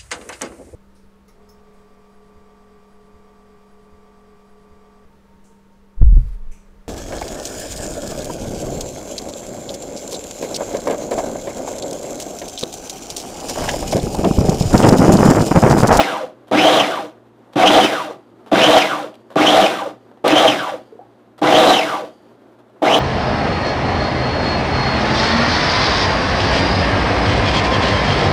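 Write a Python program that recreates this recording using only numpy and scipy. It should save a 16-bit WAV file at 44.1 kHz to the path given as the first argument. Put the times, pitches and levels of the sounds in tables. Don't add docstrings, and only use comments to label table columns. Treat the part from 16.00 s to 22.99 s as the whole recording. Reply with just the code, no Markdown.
import sys
import numpy as np
from scipy import signal
from scipy.fft import rfft, irfft
from scipy.io import wavfile
from scipy.ndimage import uniform_filter1d

SR = 44100
rng = np.random.default_rng(int(sys.argv[2]) if len(sys.argv) > 2 else 0)


def materialize(psi):
    bounded = np.clip(np.atleast_2d(psi).T, -1, 1)
    quanta = np.round(bounded * 32767).astype(np.int16)
    wavfile.write(sys.argv[1], SR, quanta)


def boost_factor(decibels):
    exponent = np.asarray(decibels, float) / 20
    return 10 ** exponent


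N = 308259
TIME = np.arange(N) / SR

# on_s, off_s, top_mesh_hz (tooth rate at full speed), spin_up_s, coast_s
PRESSES = [
    (-.33, -0.054, 3776, 0.051, 0.21),
    (0.511, 0.768, 3743, 0.077, 0.21),
    (1.555, 1.792, 4012, 0.086, 0.22),
    (2.513, 2.752, 3806, 0.084, 0.22),
    (3.355, 3.603, 3784, 0.071, .2),
    (4.24, 4.458, 3694, .065, .215),
    (5.414, 5.718, 4120, 0.095, 0.22),
    (6.818, 7.159, 3628, 0.067, 0.41),
]
# low_db, bright_db, whine_db, settling_db (wet bowl afterwards), jolt_db (at the start)
LOADS = [
    (1.1, 1.25, -1.8, -81.5, 30),
    (0, 0.43, -1.4, -84, 34.5),
    (0.5, 1.5, -1, -74.5, 31),
    (2, 1.5, -1.6, -71, 33),
    (0.65, 0.7, -1.9, -75.5, 37.5),
    (0.05, -0.35, -1.3, -68, 25),
    (1.36, 0.3, -0.7, -63, 32),
    (0.5, -4.5, 3.5, -80, 27),
]


def rms_one(x):
    return x / np.sqrt(np.mean(x ** 2) + 1e-20)


def at_hz(points, hz):
    points_hz, points_db = np.array(points)[:, 0], np.array(points)[:, 1]
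    return np.interp(np.log(hz), np.log(points_hz), points_db)


def drift(rate_hz):
    r = np.exp(-2 * np.pi * rate_hz / SR)
    noise = rng.standard_normal(N + SR)
    return rms_one(signal.lfilter([1], [1, -2 * r, r * r], noise)[SR:])


def resonance(x, hz, width_hz):
    r = np.exp(-np.pi * width_hz / SR)
    poles = [1, -2 * r * np.cos(2 * np.pi * hz / SR), r * r]
    return signal.lfilter([(1 - r * r) / 2, 0, (r * r - 1) / 2], poles, x)


def struck(x, modes):
    body = np.zeros(N)
    for k, (hz, width_hz, db) in enumerate(modes):
        body += (-1) ** k * boost_factor(db) * rms_one(resonance(x, hz, width_hz))
    return rms_one(body)


def coloured(x, spectrum):
    hz = np.maximum(np.fft.rfftfreq(N, 1 / SR), 1)
    below = np.maximum(spectrum[0][0] / hz, 1)
    above = np.maximum(hz / spectrum[-1][0], 1)
    octaves_outside = np.log2(below * above)
    return rms_one(irfft(rfft(x) * boost_factor(at_hz(spectrum, hz) - 17 * octaves_outside), N))


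def knocks(per_s, spread_db, smooth):
    sizes = boost_factor(spread_db * np.minimum(rng.exponential(1, N), 5)) * rng.choice([-1, 1], N)
    return rms_one(sizes * (rng.random(N) < per_s / SR)) + smooth * rng.standard_normal(N)


def evened(x, share):
    power = uniform_filter1d(x ** 2, size=700)
    return rms_one(x / (power + .05) ** (share / 2))


def swells(table, width_s):
    s, *gains = np.transpose(table)
    bells = np.exp(-.5 * ((TIME[::32] - s[:, None]) / width_s) ** 2)
    return np.repeat(np.array(gains) @ bells, repeats=32, axis=1)[:, :N]


def room_tone():
    # pitch_hz, level_db (per Hz)
    rumble_spectrum = [(40, -32.5), (90, -24.5), (160, -19), (215, -4.5), (310, -3.5), (400, -4.5),
                       (440, -9), (620, -9.5), (850, -14), (1300, -19), (2400, -31.5), (3800, -34),
                       (5000, -41), (15000, -50.5)]
    # pitch_hz, level_db (rms)
    fridge = [(59, -73), (118, -60), (237, -62), (358, -60.5)]
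    rumble = boost_factor(-49.5 + 1.2 * drift(8)) * coloured(rng.standard_normal(N), rumble_spectrum)
    hum = np.zeros(N)
    for hz, db in fridge:
        hum += boost_factor(db + 2 + 3.0 * drift(9)) * np.sin(2 * np.pi * hz * TIME + .6 * drift(6))
    return rumble + hum


def kitchen(x):
    t60_s, level_db = .3, -17
    age = np.arange(SR // 2) / SR
    tail = rng.standard_normal(len(age)) * boost_factor(-60 * age / t60_s) * (age > .006)
    tail = signal.lfilter([1], [1, -.6], tail)
    return boost_factor(level_db) * signal.fftconvolve(x, tail / np.sqrt(np.sum(tail ** 2)))[:N]


def glugs():
    # start_s, level_db (peak), pitch_hz, t60_s
    pockets = [
        (2.338, -30, 293, 0.026),
        (4.923, -29.5, 428, 0.09),
        (4.954, -28.5, 434, 0.04),
        (4.991, -29, 705, 0.053),
        (4.992, -29, 482, .05),
        (5.012, -32, 770, 0.069),
        (5.03, -38, 808, 0.067),
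        (5.06, -44, 800, .06),
    ]
    out = np.zeros(N)
    for s, db, hz, t60 in pockets:
        age = np.clip(TIME - s, 0, 1)
        envelope = boost_factor(db - 60 * age / t60) * np.tanh(age / .0015)
        out += envelope * np.sin(2 * np.pi * hz * age * (1 + 2.0 * age))
    return out


def creaks():
    # start_s, level_db (peak), brightness_db (above 2.5 kHz), t60_s
    creak_events = [(0.471, -32.5, -11.5, 0.1), (0.48, -36.5, -7, 0.14), (1.528, -32.5, -9.5, 0.1),
                    (1.532, -27.5, -7.5, 0.049), (2.461, -27.5, -14, 0.14), (2.477, -37.5, -10.5, 0.21),
                    (3.14, -32, -10, 0.0867), (3.302, -25.5, -15.5, 0.17), (3.321, -39, -8, 0.16),
                    (4.112, -33, -24, 0.075), (4.172, -34, -20, 0.1), (5.379, -27, -9, 0.055),
                    (5.389, -27, -13, 0.083), (6.416, -49.5, -10, 0.1), (6.587, -32.5, -16, 0.109),
                    (6.694, -41, -16, 0.079), (6.755, -39, -30.5, 0.136)]
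    # start_s, level_db (peak), t60_s
    ticks = [
        (3.142, -41, .015),
        (3.154, -37, .015),
        (4.279, -5, .03),
    ]
    # pitch_hz, level_db
    snap_modes = [(2850, 0), (3250, -3), (4050, -4), (5600, -17.5), (7900, -22), (11500, -22.5)]
    rub = knocks(per_s=1500, spread_db=3.0, smooth=.6)
    dull = coloured(rub, [(300, -6), (500, 3.5), (1000, -3), (1800, -13.5), (2500, -33.0)])
    bright = coloured(rub, [(2200, -6.5), (3200, 3.0), (6000, -11.5), (12000, -15.5)])
    out = np.zeros(N)
    for s, db, bright_db, t60 in creak_events:
        age = np.clip(TIME - s, 0, 1)
        envelope = boost_factor(db - 10.5 - 60 * age / t60) * np.tanh(age / 0.00087)
        out += envelope * (dull + boost_factor(bright_db) * bright)
    for s, db, t60 in ticks:
        age = np.clip(TIME - s, 0, 1)
        ring = sum(boost_factor(mode_db - 2) * np.sin(2 * np.pi * hz * age) for hz, mode_db in snap_modes)
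        out += boost_factor(db - 6 - 60 * age / t60) * (age > 0) * (.5 * bright + ring)
    return out


def motor():
    friction_hz = 600
    mesh_hz, powered = np.zeros(N), np.zeros(N)
    for on, off, top_hz, spin_up, coast in PRESSES:
        driven = top_hz * (1 - np.exp(-np.clip(np.minimum(TIME, off) - on, 0, 9) / spin_up))
        speed = (driven + friction_hz) * np.exp(-np.clip(TIME - off, 0, 9) / coast) - friction_hz
        mesh_hz = np.maximum(mesh_hz, speed)
        powered += (TIME > on) & (TIME < off)
    return mesh_hz, uniform_filter1d(powered, size=800)


def pulse_levels(mesh_hz):
    # full_speed_db, law_db (per dB of speed), kick_db (start), loss_db (unpowered), surge_db
    layers = [
        (-13, 0.7467, 9.5, 10, 2.5),
        (-20, 0.44, 10.5, 12, 1.5),
        (-22.5, 0.98, 9, 4, 0),
        (-28.5, 0.97, 10.5, 0, 1),
        (8.5, -0.35, -2, -4.5, -0.5),
    ]
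    # centre_s, boom_db, base_db, bright_db
    catches = [(.008, 9, 1, 1.5), (.155, 1.5, -7, -0.5), (6.955, 5, -1.5, 1.5), (.555, 5.5, 5, -1),
               (.655, 2.5, 1.5, .5), (0.811, 6.5, 7, -1.5), (.891, 8.5, 1, -1), (6.925, 5, -0.5, 0),
               (1.649, 3, -0.5, -4.5), (1.697, -0.5, 3, -1), (1.781, 1, 1, 1), (1.846, 5, 9, 3.5),
               (1.934, 6, 3, 2), (2.084, 5.5, -5, -2.5), (2.641, -1.5, -9.5, 1), (2.71, -0.5, 3, 2.5),
               (2.777, 4, 2.5, 3), (2.535, 0, 7.5, .5), (3.031, -11.5, -1, 2), (3.635, 1, 8, -1),
               (3.824, 9.5, 3.5, -2.5), (3.864, 7.5, 0.5, .5), (4.345, -4.5, -1, -1.5),
               (4.391, -5.5, 1.5, 2.5), (4.453, 2.5, -3, -0.5), (4.694, 3, -12, 3.5), (4.739, 4, 2, 1.5),
               (5.589, 4.5, -6, 2.5), (5.716, 7.5, 1.5, 1), (6.029, 5, -3, -5)]
    # centre_s, level_db
    sings = [(.015, 0), (.15, 5), (.65, 3.5), (.78, -0.5), (.98, 1), (1.69, 2.5), (1.83, 0), (1.92, -2.5),
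             (2.05, -7), (2.64, 4.5), (2.71, -2), (2.79, 0), (2.94, 3.5), (3.49, 5), (3.56, -5), (3.68, -5),
             (3.76, -2.5), (3.82, 1), (4.4, -0.5), (4.5, 0), (4.61, 2), (5.47, 1.5), (5.56, 6),
             (5.64, -4.5), (5.74, 3.5), (5.83, -1.5), (5.92, -0.5), (6.88, 3.5), (6.95, 1.5)]
    full_mesh_hz, surge_mesh_hz, surge_width_hz = 3950, 3100, 300
    stall_mesh_hz, stop_loss_db = 372, 12.5
    fade_mesh_hz, fade_db = 800, 7
    kick_s, unload_s, contact_s = 0.048, 0.21, 0.0023
    release_s, release_db = 0.079, [1.8, 2.5, 2, 1.7, 1.5]

    on, off = np.transpose(PRESSES)[:2]
    press = np.searchsorted(on, TIME) - 1
    age = TIME - on[press]
    coasted = np.clip(TIME - off[press], 0, 9)
    coasting = coasted > 0
    low, bright, sung, settle, _ = np.array(LOADS)[press].T

    speed_db = 20 * np.log10(np.maximum(mesh_hz, 50) / full_mesh_hz)
    surge = .5 + .5 * np.tanh((mesh_hz - surge_mesh_hz) / surge_width_hz)
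    full, law, kick, loss, lift = np.transpose(layers)[:, :, None]
    levels = full + law * speed_db + lift * surge
    levels = levels + kick * np.exp(-age / kick_s)
    levels = levels - loss * (1 - np.exp(-coasted / unload_s))
    released = .5 + .5 * np.tanh((coasted - release_s) / 0.013)
    levels = levels - np.array(release_db)[:, None] * released

    stall_db = stop_loss_db * coasting * np.clip(1 - mesh_hz / stall_mesh_hz, 0, 1) + 200 * (mesh_hz <= 0)
    boom, base, sharp = swells(catches, width_s=0.009)
    sharp = sharp - fade_db * coasting * np.clip(1 - mesh_hz / fade_mesh_hz, 0, 1)
    boom_change = low + boom - stall_db + 2 * drift(18)
    base_change = low + base - stall_db + 2 * drift(18)
    bright_change = bright + sharp - stall_db
    whine_change = sung + swells(sings, width_s=0.016)[0]
    levels = levels + [boom_change, base_change, bright_change, bright_change, whine_change]

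    settling_db = settle - 53 * (coasted - .4) - 200 * (coasted <= 0)
    bite = np.ones(N)
    for start in on:
        bite *= np.where(TIME < start, 1, np.tanh((TIME - start) / contact_s))
    return levels, settling_db, bite


def jolts():
    delay_s = .003
    clicks = np.zeros(N)
    for press, load in zip(PRESSES[1:], LOADS[1:]):
        clicks[int((press[0] + delay_s) * SR)] = boost_factor(load[4])
    return clicks


def whine(mesh_hz):
    pinion_teeth = 12
    wear = .6 + mesh_hz / 4500
    turning = np.cumsum(2 * np.pi * mesh_hz * (1 + .018 * wear * drift(30)) / SR)
    phase = turning + .85 * np.sin(turning / pinion_teeth) + .8 * wear * drift(250)
    tone = np.sin(phase) + boost_factor(-11.5) * np.sin(2 * phase) + boost_factor(-18.5) * np.sin(3 * phase)
    strength = boost_factor(3.2 * wear * drift(60) + 1.2 * drift(15))
    return tone * strength * np.clip(mesh_hz / 250, 0, 1)


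def processor():
    # pitch_hz, width_hz, level_db
    housing = [(428, 44, -11), (503, 38, -3), (562.8, 50, -6), (642.5, 28, -0.2), (752, 42, -1.5),
               (802.5, 42, -2.5), (920, 140, -10), (1156, 61, -7.5)]
    # pitch_hz, width_hz, level_db
    base_modes = [(112.4, 30, -20.5), (137.4, 40, -14), (197.3, 43, -8.5), (229.8, 42, -8),
                  (302.6, 14.3, -2.5), (380.3, 38, -6)]
    # pitch_hz, level_db (per Hz)
    clatter_spectrum = [(900, -2), (1200, 3), (1900, -1), (2600, -4.5), (3100, -7.5), (3700, -2.5),
                        (4400, -17.5)]
    hiss_spectrum = [(2470, -36.5), (4200, -3.5), (4460, -8.5), (5920, -11), (8090, -14.5), (13900, -23.5),
                     (14900, -20), (15500, -21)]
    # pitch_hz, width_hz, level_db
    wall_rings = [(2810, 90, 1), (3130, 60, 6), (3414, 90, -1.5), (5024, 120, -1.5), (5785, 180, -1.5),
                  (7000, 99, -6.5), (9700, 150, -1)]
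    # pitch_hz, width_hz, level_db
    mesh_colour = [(515, 39, 10), (637, 50, 6), (800, 39, 4), (986, 63, 6.5), (1153, 73, 8),
                   (1477, 270, 4.5), (1682, 50, 1.5), (1976, 100, 0.5), (2195, 150, 2), (2550, 230, 3.5),
                   (3031, 140, 8.5), (3259, 150, 7.5), (3410, 200, 1.5), (3890, 220, 4.5), (5200, 410, 3),
                   (6180, 430, 3.5)]
    # pitch_hz, width_hz, level_db
    wet_bowl = [(2930, 200, -2), (3280, 150, -1.5), (4660, 250, 0.5), (7100, 300, -8), (6500, 4000, -2.5)]

    mesh_hz, powered = motor()
    (boom_db, base_db, clatter_db, hiss_db, whine_db), settling_db, bite = pulse_levels(mesh_hz)
    throb = 1 + 0.088 * powered * np.cos(2 * np.pi * 120 * TIME)
    load = boost_factor(0.33 * drift(25))
    teeth = knocks(per_s=800, spread_db=3.5, smooth=1.0) * throb
    merged = (1 - powered) * np.clip((1000 - mesh_hz) / 150, 0, 1) * np.clip((mesh_hz - 380) / 80, 0, 1)

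    blows = teeth + jolts()
    boom = boost_factor(boom_db - 3 * merged) * evened(struck(blows, housing), share=.25)
    boom = boom + boost_factor(base_db) * evened(struck(blows, base_modes), share=.15)

    rattle = teeth + .6 * knocks(per_s=270, spread_db=3.0, smooth=1.1)
    clatter = boost_factor(clatter_db + 3.5) * coloured(rattle, clatter_spectrum)
    brushes = knocks(per_s=3900, spread_db=-1.0, smooth=0.22) * throb
    hiss = boost_factor(hiss_db - 2.0) * coloured(brushes, hiss_spectrum)
    air = hiss - signal.lfilter(*signal.butter(1, 6000, fs=SR), hiss)
    air_gain = (np.maximum(mesh_hz, 50) / 3950) ** (0.67 * powered)
    bright = clatter + hiss + air * (air_gain - 1)
    bright = bright + sum(boost_factor(db) * resonance(bright, hz, width) for hz, width, db in wall_rings)

    mesh = (boost_factor(hiss_db + whine_db) + merged * boost_factor(boom_db - 3)) * whine(mesh_hz)
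    sung = np.zeros(N)
    for k, (hz, width, db) in enumerate(mesh_colour):
        sung += (-1) ** k * boost_factor(db) * resonance(mesh, hz, width)

    drops = knocks(per_s=900, spread_db=1.5, smooth=.9)
    settling = boost_factor(settling_db + 3 * drift(5)) * struck(drops, wet_bowl)
    return bite * (boom + load * bright + sung + boost_factor(-12.5) * mesh) + settling


def scene():
    near = processor() + creaks() + glugs()
    return (near + kitchen(near) + room_tone())[None]


def roll_off(x):
    return signal.sosfilt(signal.butter(12, 15640, fs=SR, output="sos"), x)


def record(dry):
    overload, knee, top_hz = .73, 6, 15600
    heard = signal.sosfilt(signal.butter(2, 60, "high", fs=SR, output="sos"), dry)
    squeezed = heard / (1 + np.abs(heard / overload) ** knee) ** (1 / knee)
    mix = signal.sosfilt(signal.cheby2(10, 30, top_hz, fs=SR, output="sos"), squeezed)
    return roll_off(mix)


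dry = scene()
out = record(dry)
materialize(out)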